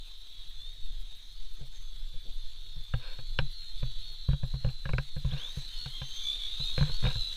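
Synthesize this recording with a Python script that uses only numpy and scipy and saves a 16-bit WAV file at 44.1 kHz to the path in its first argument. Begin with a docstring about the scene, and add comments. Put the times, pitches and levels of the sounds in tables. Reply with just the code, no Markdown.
"""A dry field on one hand-held microphone: from the start a toy quadcopter whines at a distance, its motors
singing through a resonance near 3-4.5 kHz on propeller hiss, while wind rumbles at the port and an insect rasps
in the grass as noise puffs. From 1.6 s knocks thump and click the camera case, from 3 s fingers rub it. At 5.3
s a second craft spins up close by; its whines carry weaker upper orders and a ladder of tones at a fixed step."""
import sys
import numpy as np
from scipy import signal
from scipy.fft import rfft, irfft, next_fast_len
from scipy.io import wavfile
from scipy.ndimage import uniform_filter1d, map_coordinates

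SR = 44100
rng = np.random.default_rng(int(sys.argv[2]) if len(sys.argv) > 2 else 0)


def inscribe(sig):
    """Save sig as 16-bit PCM at rate SR to the path in sys.argv[1].

    A 1-D sig is mono; a 2-D sig holds one channel per row.
    Samples are clipped to [-1, 1] before scaling.
    """
    pcm = np.round(np.clip(np.atleast_2d(sig).T, -1, 1) * 32767)
    wavfile.write(sys.argv[1], SR, pcm.astype(np.int16))


N = 324576

# Colour of airframe and microphone: f/Hz, level/dB
PATH = [(100, -24.5), (600, -29.5), (1200, -28), (2300, -25), (2900, -19), (3250, -5.5), (3700, 0.5),
        (4400, -9.5), (4800, -26), (5500, -28), (6250, -27), (7000, -30), (11000, -36.5), (15500, -42)]
# Propeller hiss before each layer's trim: t/s, level in the resonance/dB, level around it/dB
PROPS = [(0.0, -50, -67), (0.53, -51.5, -67), (1.31, -52.5, -68), (1.62, -53.5, -67.5),
         (2.75, -51.5, -67.5), (3.67, -50, -65.5), (3.97, -46, -65), (4.3, -51, -67.5), (4.88, -56, -65),
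         (5.31, -49, -64), (5.56, -47, -58.5), (5.68, -44, -61), (6.07, -42.5, -62), (6.39, -37.5, -60.5),
         (6.52, -38.5, -61), (6.93, -39, -59), (7.36, -41.5, -59)]
WHINE_ORDER = 6  # the shaft order heard as the whine
SOFT_HZ = 6000  # the case's treble falls away above this


def amp(db):
    """Decibels to amplitude."""
    return 10 ** (np.asarray(db) / 20)


def unit(x):
    """Scale to an rms of 1."""
    return x / np.sqrt(np.mean(x ** 2) + 1e-20)


def along(points, hz):
    """Read (f/Hz, value) points on a log frequency axis."""
    f, v = np.transpose(points)
    return np.interp(np.log(hz + 1), np.log(f + 1), v)


def curves(rows):
    """One value per sample for each column after the time."""
    s, *cols = np.transpose(rows)
    return [np.interp(np.arange(N) / SR, s, c) for c in cols]


def bumps(rows):
    """Smooth rises and falls from (centre t/s, length/s, height) rows."""
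    t = np.arange(N) / SR
    return sum(top * np.cos(np.pi * np.clip((t - s) / length, -.5, .5)) ** 2 for s, length, top in rows)


def wobble(rate):
    """A smooth random curve, rate knots a second."""
    return map_coordinates(rng.standard_normal(int(N * rate / SR) + 4), [np.arange(N) * rate / SR])


def filtered(x, response):
    """Multiply the spectrum of x by a response of frequency."""
    m = next_fast_len(N + SR // 2)
    return irfft(rfft(x, m) * response(np.fft.rfftfreq(m, 1 / SR)), m)[..., :N]


def hiss(spectrum, patchy_db):
    """Coloured noise of rms 1 with time-frequency patches of random gain."""
    z = signal.stft(rng.standard_normal(N), nperseg=512)[2]
    field = rng.standard_normal(z.shape)
    field = uniform_filter1d(uniform_filter1d(field, 5, 0), 10, 1)
    noise = signal.istft(z * amp(patchy_db * unit(field)), nperseg=512)[1][:N]
    return unit(filtered(noise, lambda hz: amp(along(spectrum, hz))))


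def motor(speed, drive_db, orders_db, close=False, blur=.04):
    """Shaft orders of one motor; each is coloured by the path at its own pitch and flutters on its own."""
    gear_ratio = 8.8  # motor turns per propeller turn
    upper_gain_db = -15  # on a close craft's orders above the whine
    companion_hz, companion_db, rung_db = 1150, -26, -2  # ladder step, level, change per rung
    s, whine_hz = np.transpose(speed)
    first = max(round((s[0] - .03) * SR), 0)
    last = min(round((s[-1] + .017) * SR), N)
    t = np.arange(first, last) / SR

    def flutter(rate):
        """Random values joined by straight lines, rate knots a second."""
        knots = np.arange(t[0], t[-1] + .1, 1 / rate)
        return np.interp(t, knots, rng.standard_normal(len(knots)))

    hz = uniform_filter1d(np.interp(t, s, whine_hz), size=1100, mode="nearest")
    hz = hz * (1 + .003 * uniform_filter1d(flutter(14), size=1100))  # slow wander of pitch
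    turns = 2 * np.pi * np.cumsum(hz * (1 + .0014 * flutter(49.75))) / WHINE_ORDER / SR  # shaft angle, rad
    jitter = (.09 if close else blur) * flutter(150)
    # the level throbs once per turn of the geared propeller
    throb_depth = .704 if close else .62
    throb = 1 + throb_depth * np.sin(turns / gear_ratio + rng.uniform(0, 2 * np.pi))

    tones = np.zeros(len(t))
    for order, db in orders_db:
        level_db = db + 2 * flutter(40.65) + along(PATH, order * hz / WHINE_ORDER)
        if close and order > WHINE_ORDER:
            level_db += upper_gain_db
        phase_jitter = order * jitter * np.minimum(order / 12, 1 + close)
        tones += amp(level_db) * np.sin(order * turns + phase_jitter)
    if close:
        # a ladder of tones at a fixed step beside the near whine
        for rung in [-1, *range(1, 10)]:
            level_db = companion_db + rung_db * rung + 3 * flutter(90) + along(PATH, hz)
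            step = rung * (2 * np.pi * companion_hz * t + 5 * jitter)
            tones += amp(level_db) * np.sin(WHINE_ORDER * (turns + jitter / 2) + step)

    fade = signal.windows.tukey(len(t), min(.07 * SR / len(t), 1))
    out = np.zeros(N)
    out[first:last] = np.sqrt(2) * amp(drive_db[first:last]) * throb * tones * fade
    return out


def flying_motors():
    """Whines in flight, far then near: each follows the propeller hiss, fades slowly and swells."""
    # three far motors that can be followed by ear, one list each: t/s, whine f/Hz
    far = [
        [(0, 3220), (.2, 3150), (.35, 3340), (.5, 3270), (.6, 3450), (.8, 3900), (.89, 3610), (.98, 3850),
         (1.1, 3730), (1.33, 3740), (1.53, 4090), (2.36, 4050), (2.5, 4280), (2.8, 4110), (2.98, 4350),
         (3.06, 4200), (3.25, 4350), (3.36, 4250), (3.71, 3670), (3.88, 3450), (3.98, 3540), (4.09, 3700),
         (4.15, 3730), (4.22, 3870), (4.3, 3870), (4.4, 3780), (4.5, 3830), (4.62, 3980), (4.68, 4150),
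         (4.73, 4220), (4.78, 4050), (4.9, 3900), (5, 3920), (5.06, 3700), (5.12, 3820), (5.18, 4050),
         (5.3, 4100)],
        [(1.74, 3150), (1.84, 3450), (1.97, 3390), (2.06, 3510), (2.2, 3490), (2.35, 3680), (2.5, 3460),
         (2.68, 3780), (2.82, 3510), (2.98, 3630), (3.12, 3620), (3.3, 4060), (3.47, 4010), (3.65, 4230),
         (3.72, 4170), (3.8, 4370), (3.98, 4430), (4.02, 4380), (4.15, 4000), (4.23, 4110), (4.36, 3870),
         (4.47, 4100), (4.55, 4130), (4.62, 4300), (4.66, 4250), (4.74, 4510), (4.88, 4470), (5, 4400),
         (5.07, 4410), (5.22, 4130)],
        [(0, 3950), (.16, 4020), (.43, 3880), (.55, 4050), (.7, 4350), (.9, 4300), (1, 3950), (1.28, 4070),
         (1.36, 4430), (1.5, 4730), (1.88, 4500), (2.01, 4640), (2.15, 4470), (2.28, 4460), (2.35, 4600),
         (2.48, 4330), (2.55, 4450), (2.7, 4280), (2.84, 4580), (2.95, 4420), (3.26, 4410), (3.52, 4520),
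         (3.6, 4290), (3.78, 3930), (3.98, 3950), (4.02, 4230), (4.08, 4380), (4.11, 4280), (4.2, 4390),
         (4.27, 4330), (4.33, 4590), (4.55, 4440), (4.6, 4290), (4.71, 4030), (4.77, 4000), (4.81, 4170),
         (4.87, 4220), (4.93, 4090), (5.05, 4040), (5.1, 3600), (5.19, 3480), (5.3, 3580), (5.5, 3600)],
    ]
    # three motors of the near craft after its start, one list each: t/s, whine f/Hz
    near = [
        [(5.47, 3850), (5.55, 4060), (5.7, 4120), (5.76, 4310), (5.87, 4360), (6.02, 3930), (6.14, 3800),
         (6.2, 3520), (6.24, 3470), (6.32, 3490), (6.36, 3600), (6.39, 3490), (6.44, 3420), (6.5, 3500),
         (6.58, 3790), (6.64, 4100), (6.69, 4210), (6.8, 4140), (6.87, 4020), (6.96, 4450), (7.07, 4130),
         (7.12, 4050), (7.17, 4110), (7.36, 3857)],
        [(5.5, 3780), (5.6, 3950), (5.68, 3960), (5.74, 3620), (5.85, 4050), (6.55, 3780), (6.63, 3670),
         (6.73, 3790), (6.9, 3950), (7, 3660), (7.05, 3680), (7.15, 3980), (7.26, 3950), (7.36, 3945)],
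        [(5.64, 2850), (5.73, 3120), (5.86, 2850), (5.95, 3260), (6.04, 3130), (6.12, 3130), (6.22, 3400)],
    ]
    # a whine stands out or sinks into the hiss, one list per motor, far then near: centre t/s, length/s, gain/dB
    swells = [
        [(.4, 0.28, 5), (.64, 0.23, 12), (.89, 0.19, 5), (1.12, 0.11, 5.5), (1.38, .29, 3.5), (1.95, 0.67, -9),
         (2.45, .2, 4), (3.15, 1, 10.5), (3.55, 0.27, -6), (4.15, 0.3, -1.5), (4.62, 0.73, 5), (4.85, 0.57, 10),
         (5.12, 0.29, 1)],
        [(2.1, 0.54, 1.5), (2.4, 0.22, 1), (2.9, .42, 5), (3.25, 0.19, 2), (3.6, 1, 8.5), (3.9, 0.66, 2),
         (4.08, .14, 1), (4.23, 0.31, 7.5), (4.55, 0.73, 8.5), (4.8, 0.97, 10), (5.13, 0.33, 5.5)],
        [(.3, 0.69, 2), (.62, .33, 5), (1.4, 0.4, 6.5), (2.15, 0.68, 2), (2.58, 0.99, 6), (3.55, 0.2, 11),
         (3.7, 0.13, 5), (4.06, 0.29, 10.5), (4.23, 0.34, 9.5), (4.4, .14, -6), (4.6, 0.61, 9.5),
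         (4.9, 0.77, 12.5), (5.08, 0.053, -7), (5.25, 0.41, 1.5)],
        [(5.6, .3, 6), (5.81, .2, 14), (6.03, .24, -6), (6.28, .22, 13), (6.44, .16, 10), (6.63, .12, 12),
         (6.78, .16, 11), (6.95, .16, 13), (7.2, .45, 10)],
        [(6.2, 1, -35), (6.67, 0.15, 7), (7.08, 0.16, 8.5), (7.28, 0.42, 9)],
        [(5.77, 0.26, 7.5), (6, 0.68, 8.5)],
    ]
    # shaft orders in flight: order, level/dB
    flight_orders = [(2, -9), (4, -12), (6, -2), (8, -10), (10, -12), (12, -13), (14, -13), (16, -12),
                     (18, -12)]
    closeness = [False] * len(far) + [True] * len(near)
    mix = np.zeros(N)
    for speed, rows, close in zip(far + near, swells, closeness):
        drive_db = curves(PROPS)[0] - 5.5 + 1.6 * wobble(9) + bumps(rows)
        mix += motor(speed, drive_db, flight_orders, close)
    return mix


def weave(count=16):
    """Weaker motor tones that drift at random through the resonance, surfacing and sinking."""
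    tones = np.zeros(N)
    for centre_hz in np.linspace(3100, 4500, count):
        hz = centre_hz + 150 * wobble(3.5) + 80 * wobble(11) + 4 * wobble(50)
        level_db = 4.1 * wobble(6) + along(PATH, hz)
        tones += amp(level_db) * np.sin(2 * np.pi * np.cumsum(hz) / SR)
    return amp(curves(PROPS)[0] - 5.5) * unit(tones)


def props():
    """Blade turbulence: noise inside the resonance, in the valleys around it, and in one high airframe mode."""
    # the airframe mode near 6.3 kHz rings up: centre t/s, length/s, gain/dB
    buzz_swells = [(1.25, 0.46, 10), (1.8, 0.31, 15), (5.51, 0.44, 15), (6.15, 0.58, 13)]
    buzz_colour = [(5700, -30), (6100, -8), (6250, 0), (6500, -10), (7200, -30)]  # f/Hz, level/dB
    core_db, wide_db = curves(PROPS)
    valleys = [(hz, min(db, -22)) for hz, db in PATH]
    core = amp(core_db - 8.5) * hiss(PATH, patchy_db=1)
    wide = amp(wide_db + 4.5) * hiss(valleys, patchy_db=2.5)
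    buzz_db = core_db - 28 + bumps(buzz_swells) + 2 * wobble(60)
    buzz = amp(buzz_db) * hiss(buzz_colour, patchy_db=2.5)
    return amp(1.4 * wobble(110)) * (core + wide) + buzz


def wind():
    """Slow lumpy pressure on the microphone port, and a few brighter puffs across it."""
    # rumble, before its random lumps: t/s, level/dB
    wind_level = [(0.0, -42.5), (1.0, -32), (1.25, -40.5), (1.84, -32.5), (2.8, -35), (3.48, -30),
                  (4.4, -31.5), (5.4, -34), (5.7, -33.5), (6.85, -31.5), (7.11, -25.5), (7.36, -35.5)]
    # colour of the rumble: f/Hz, level/dB per Hz
    rumble = [(1, 0), (8, -2), (25, -4.5), (36, -19.5), (55, -35), (100, -33.5), (250, -63.5), (900, -110),
              (3000, -120)]
    # puffs across the port: t/s, level/dB
    gusts = [(1.619, -62), (2.279, -61)]
    t = np.arange(N) / SR
    lumps = unit(amp(2.2 * wobble(5)) * hiss(rumble, patchy_db=1.5))
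    puffs = sum(amp(db) * np.exp(-((t - s) / .037) ** 2) for s, db in gusts)
    puff_noise = hiss([(60, -11), (300, -8), (800, -15), (1200, -59)], patchy_db=2)
    return amp(curves(wind_level)[0]) * lumps + puffs * puff_noise


def microphone_hiss():
    """Steady noise of the microphone itself, brighter towards the treble."""
    return amp(-75) * hiss([(4000, -15), (8000, -5)], patchy_db=3)


def insect():
    """Short scratchy puffs of treble noise in the grass, slowing a little within a phrase."""
    # phrases: first rasp t/s, last rasp t/s
    phrases = [(.06, .5), (.74, 1.34), (1.54, 1.99), (2.22, 2.66), (2.84, 3.14), (3.4, 3.82), (3.99, 4.47),
               (4.71, 5.19), (5.45, 5.9)]
    # colour of a rasp: f/Hz, level/dB per Hz
    rasp = [(5000, -40), (7300, -9), (8600, 0), (9800, -7), (11100, 5), (12000, -2), (15500, 0)]
    spacing_s, slowing = .15, 1.15  # mean gap aimed at; exponent that widens later gaps
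    times = []
    for first, last in phrases:
        steps = np.linspace(0, 1, round((last - first) / spacing_s) + 1)
        times.append(first + (last - first) * steps ** slowing)
    times = np.concatenate(times)
    starts = np.zeros(N)
    starts[(times * SR).astype(int)] = amp(rng.normal(0, 3, len(times)))
    puffs = signal.fftconvolve(starts, np.hanning(round(.06 * SR)), "same")
    return amp(-68.5) * puffs * hiss(rasp, patchy_db=1)


def case_modes(f, scatter_db):
    """Response of the case's upper modes: damped resonances of alternating sign, with random level scatter."""
    # upper modes: f/Hz, width/Hz, level/dB
    upper_modes = [(267, 51, -7), (521.5, 60.7, 3.5), (773, 27, -2.5), (978, 100, -2.5), (1600, 163, -1),
                   (2350, 220, -5.5), (2775, 290, -6.5), (3880, 650, -15), (5380, 270, -19.5)]
    response = 0
    for k, (hz, width, db) in enumerate(upper_modes):
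        resonance = 1j * f * width / (hz * hz - f * f + 1j * f * width)
        response = response + (-1) ** k * amp(db + rng.normal(0, scatter_db)) * resonance
    return response


def softening(f):
    """Two-pole loss of the case's treble."""
    return 1 / (1 + 1j * f / SOFT_HZ) ** 2


def grip_thump(t):
    """A knock shoves the air in the port and swings the camera on its grip as decaying low modes."""
    # the camera on its grip: f/Hz, level/dB, 60 dB decay time/s, first crest t/s
    mount = [(130, -4, .13, .0037), (92, -9, .07, .0045), (46, -3, .09, .0005)]
    shove = .3 * np.exp(-((t - .0037) / .004) ** 2)
    grip = np.exp(rng.normal(0, .18))  # a firmer or looser hand damps the swing
    swing = np.zeros(len(t))
    for hz, db, t60, crest in mount:
        decay = amp(db + rng.normal(0, 1.5) - 60 * t / t60 / grip)
        swing += decay * np.cos(2 * np.pi * hz * rng.normal(1, .05) * (t - crest))
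    return (swing + shove) * (1 - np.exp(-(t / .0062) ** 2))


def case_click(t, click_db, thump_db):
    """The rattly contact of a knock: a noise burst that rings each upper mode anew."""
    bins_hz = np.fft.rfftfreq(len(t), 1 / SR)
    rattle = (amp(-60 * t / .0087) + .1 * amp(-60 * t / .06)) * rng.standard_normal(len(t))
    rattle *= 1 - np.exp(-t / .0013 * amp(click_db + 29.5))  # light contacts start more softly
    # more click over thump tilts the spectrum towards treble, .2 dB an octave per dB
    octaves = np.log2(np.clip(bins_hz, 300, 3000) / 1500)
    tilt = amp(.2 * (click_db - thump_db + 13.5) * octaves)
    response = case_modes(bins_hz * rng.normal(1, .019), scatter_db=2) * tilt * softening(bins_hz)
    ringing = irfft(rfft(rattle) * response, len(t))
    return amp(click_db + 37) * ringing / np.linalg.norm(rattle)


def knocks():
    """Each knock on the hand-held camera is a low thump of the grip plus a click of the case."""
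    # knocks: t/s, relative click level/dB, relative thump level/dB
    knock_rows = [(1.608, -61, -34), (2.138, -61, -38.5), (2.762, -65, -34.5), (2.937, -35, -14.5),
                  (3.187, -43.5, -31), (3.388, -19, -16.5), (3.413, -52, -24), (3.827, -41, -20.5),
                  (4.286, -41.5, -10.5), (4.307, -48.5, -36), (4.33, -43, -14), (4.431, -45, -15),
                  (4.538, -46, -19.5), (4.645, -36.5, -13.5), (4.664, -48, -19.5), (4.686, -42, -29),
                  (4.854, -33, -20.5), (4.89, -34, -21.5), (4.933, -32.5, -15), (4.982, -25.5, -17),
                  (5.163, -45, -21.5), (5.246, -44, -18.5), (5.319, -46.5, -24), (5.333, -44.5, -20),
                  (5.57, -50.5, -21), (5.858, -40, -27), (6.015, -37.5, -24), (6.598, -49, -25),
                  (6.778, -30.5, -15), (6.808, -34.5, -12), (6.826, -35, -18.5), (6.876, -46, -31),
                  (6.894, -44, -26.5), (7.025, -44, -21), (7.038, -35, -14), (7.051, -27.5, -17),
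                  (7.065, -28.5, -11.5), (7.105, -42, -29), (7.154, -46, -22.5)]
    # knocks that swing the camera the other way: t/s
    pulls = [3.388, 4.854, 4.89, 4.933, 4.982, 6.778, 6.808, 7.025, 7.05]
    out = np.zeros(N + SR)
    t = np.arange(SR // 5) / SR
    for s, click_db, thump_db in knock_rows:
        direction = -1 if min(abs(s - pull) for pull in pulls) < .004 else 1
        thump = direction * amp(thump_db) * grip_thump(t)
        out[round(s * SR):][:len(t)] += thump + case_click(t, click_db, thump_db)
    return out[:N]


def rubs():
    """Fingers rubbing on the case: gritty noise excites its upper modes."""
    # rubs: centre t/s, length/s, level/dB
    rub_rows = [(3.073, 0.3, -53), (5.381, 0.34, -51.5), (6.837, 0.25, -51.5), (7.085, 0.15, -45.5)]
    grit = np.diff(rng.standard_normal(N + 1)) * amp(2 * wobble(98))
    grit += .19 * rng.standard_normal(N)
    ringing = unit(filtered(grit, lambda f: case_modes(f, 0) * softening(f)))
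    return bumps([(s, length, amp(db)) for s, length, db in rub_rows]) * ringing


def spin_up():
    """The near craft starts: one motor's whine climbs and a weaker, slower second trails it."""
    # start of the near craft: t/s, whine f/Hz, whine level before trims/dB
    climb = [(5.295, 1250, -94), (5.315, 1550, -69), (5.335, 2050, -72), (5.355, 2330, -75),
             (5.39, 2950, -55), (5.44, 3450, -42), (5.499, 3766, -48), (5.56, 3940, -53)]
    # shaft orders at the start: order, level/dB
    start_orders = [(4, -9), (5, -14), (6, -2.5), (7, -16), (9, -9), (10, -13), (12, -2)]
    whine_hz, heard_db = curves(climb)
    drive_db = heard_db + 3 - along(PATH, whine_hz)  # undo the path's colour at the whine
    mix = np.zeros(N)
    for speed_share, db in [(1, 0), (.94, -11)]:
        speed = [(s, speed_share * hz) for s, hz, _ in climb]
        mix += motor(speed, drive_db + db, start_orders, blur=.12)
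    return mix


def scene():
    """All sources on the one microphone, the same in both channels."""
    craft = flying_motors() + weave() + props() + spin_up()
    field = wind() + microphone_hiss() + insect()
    handling = knocks() + rubs()
    mono = craft + field + handling
    return np.array([mono, mono])


def record(dry):
    """Cut everything from 15.4 kHz up and add a small constant offset."""
    return filtered(dry, lambda hz: hz < 15400) - .0025


dry = scene()
out = record(dry)
inscribe(out)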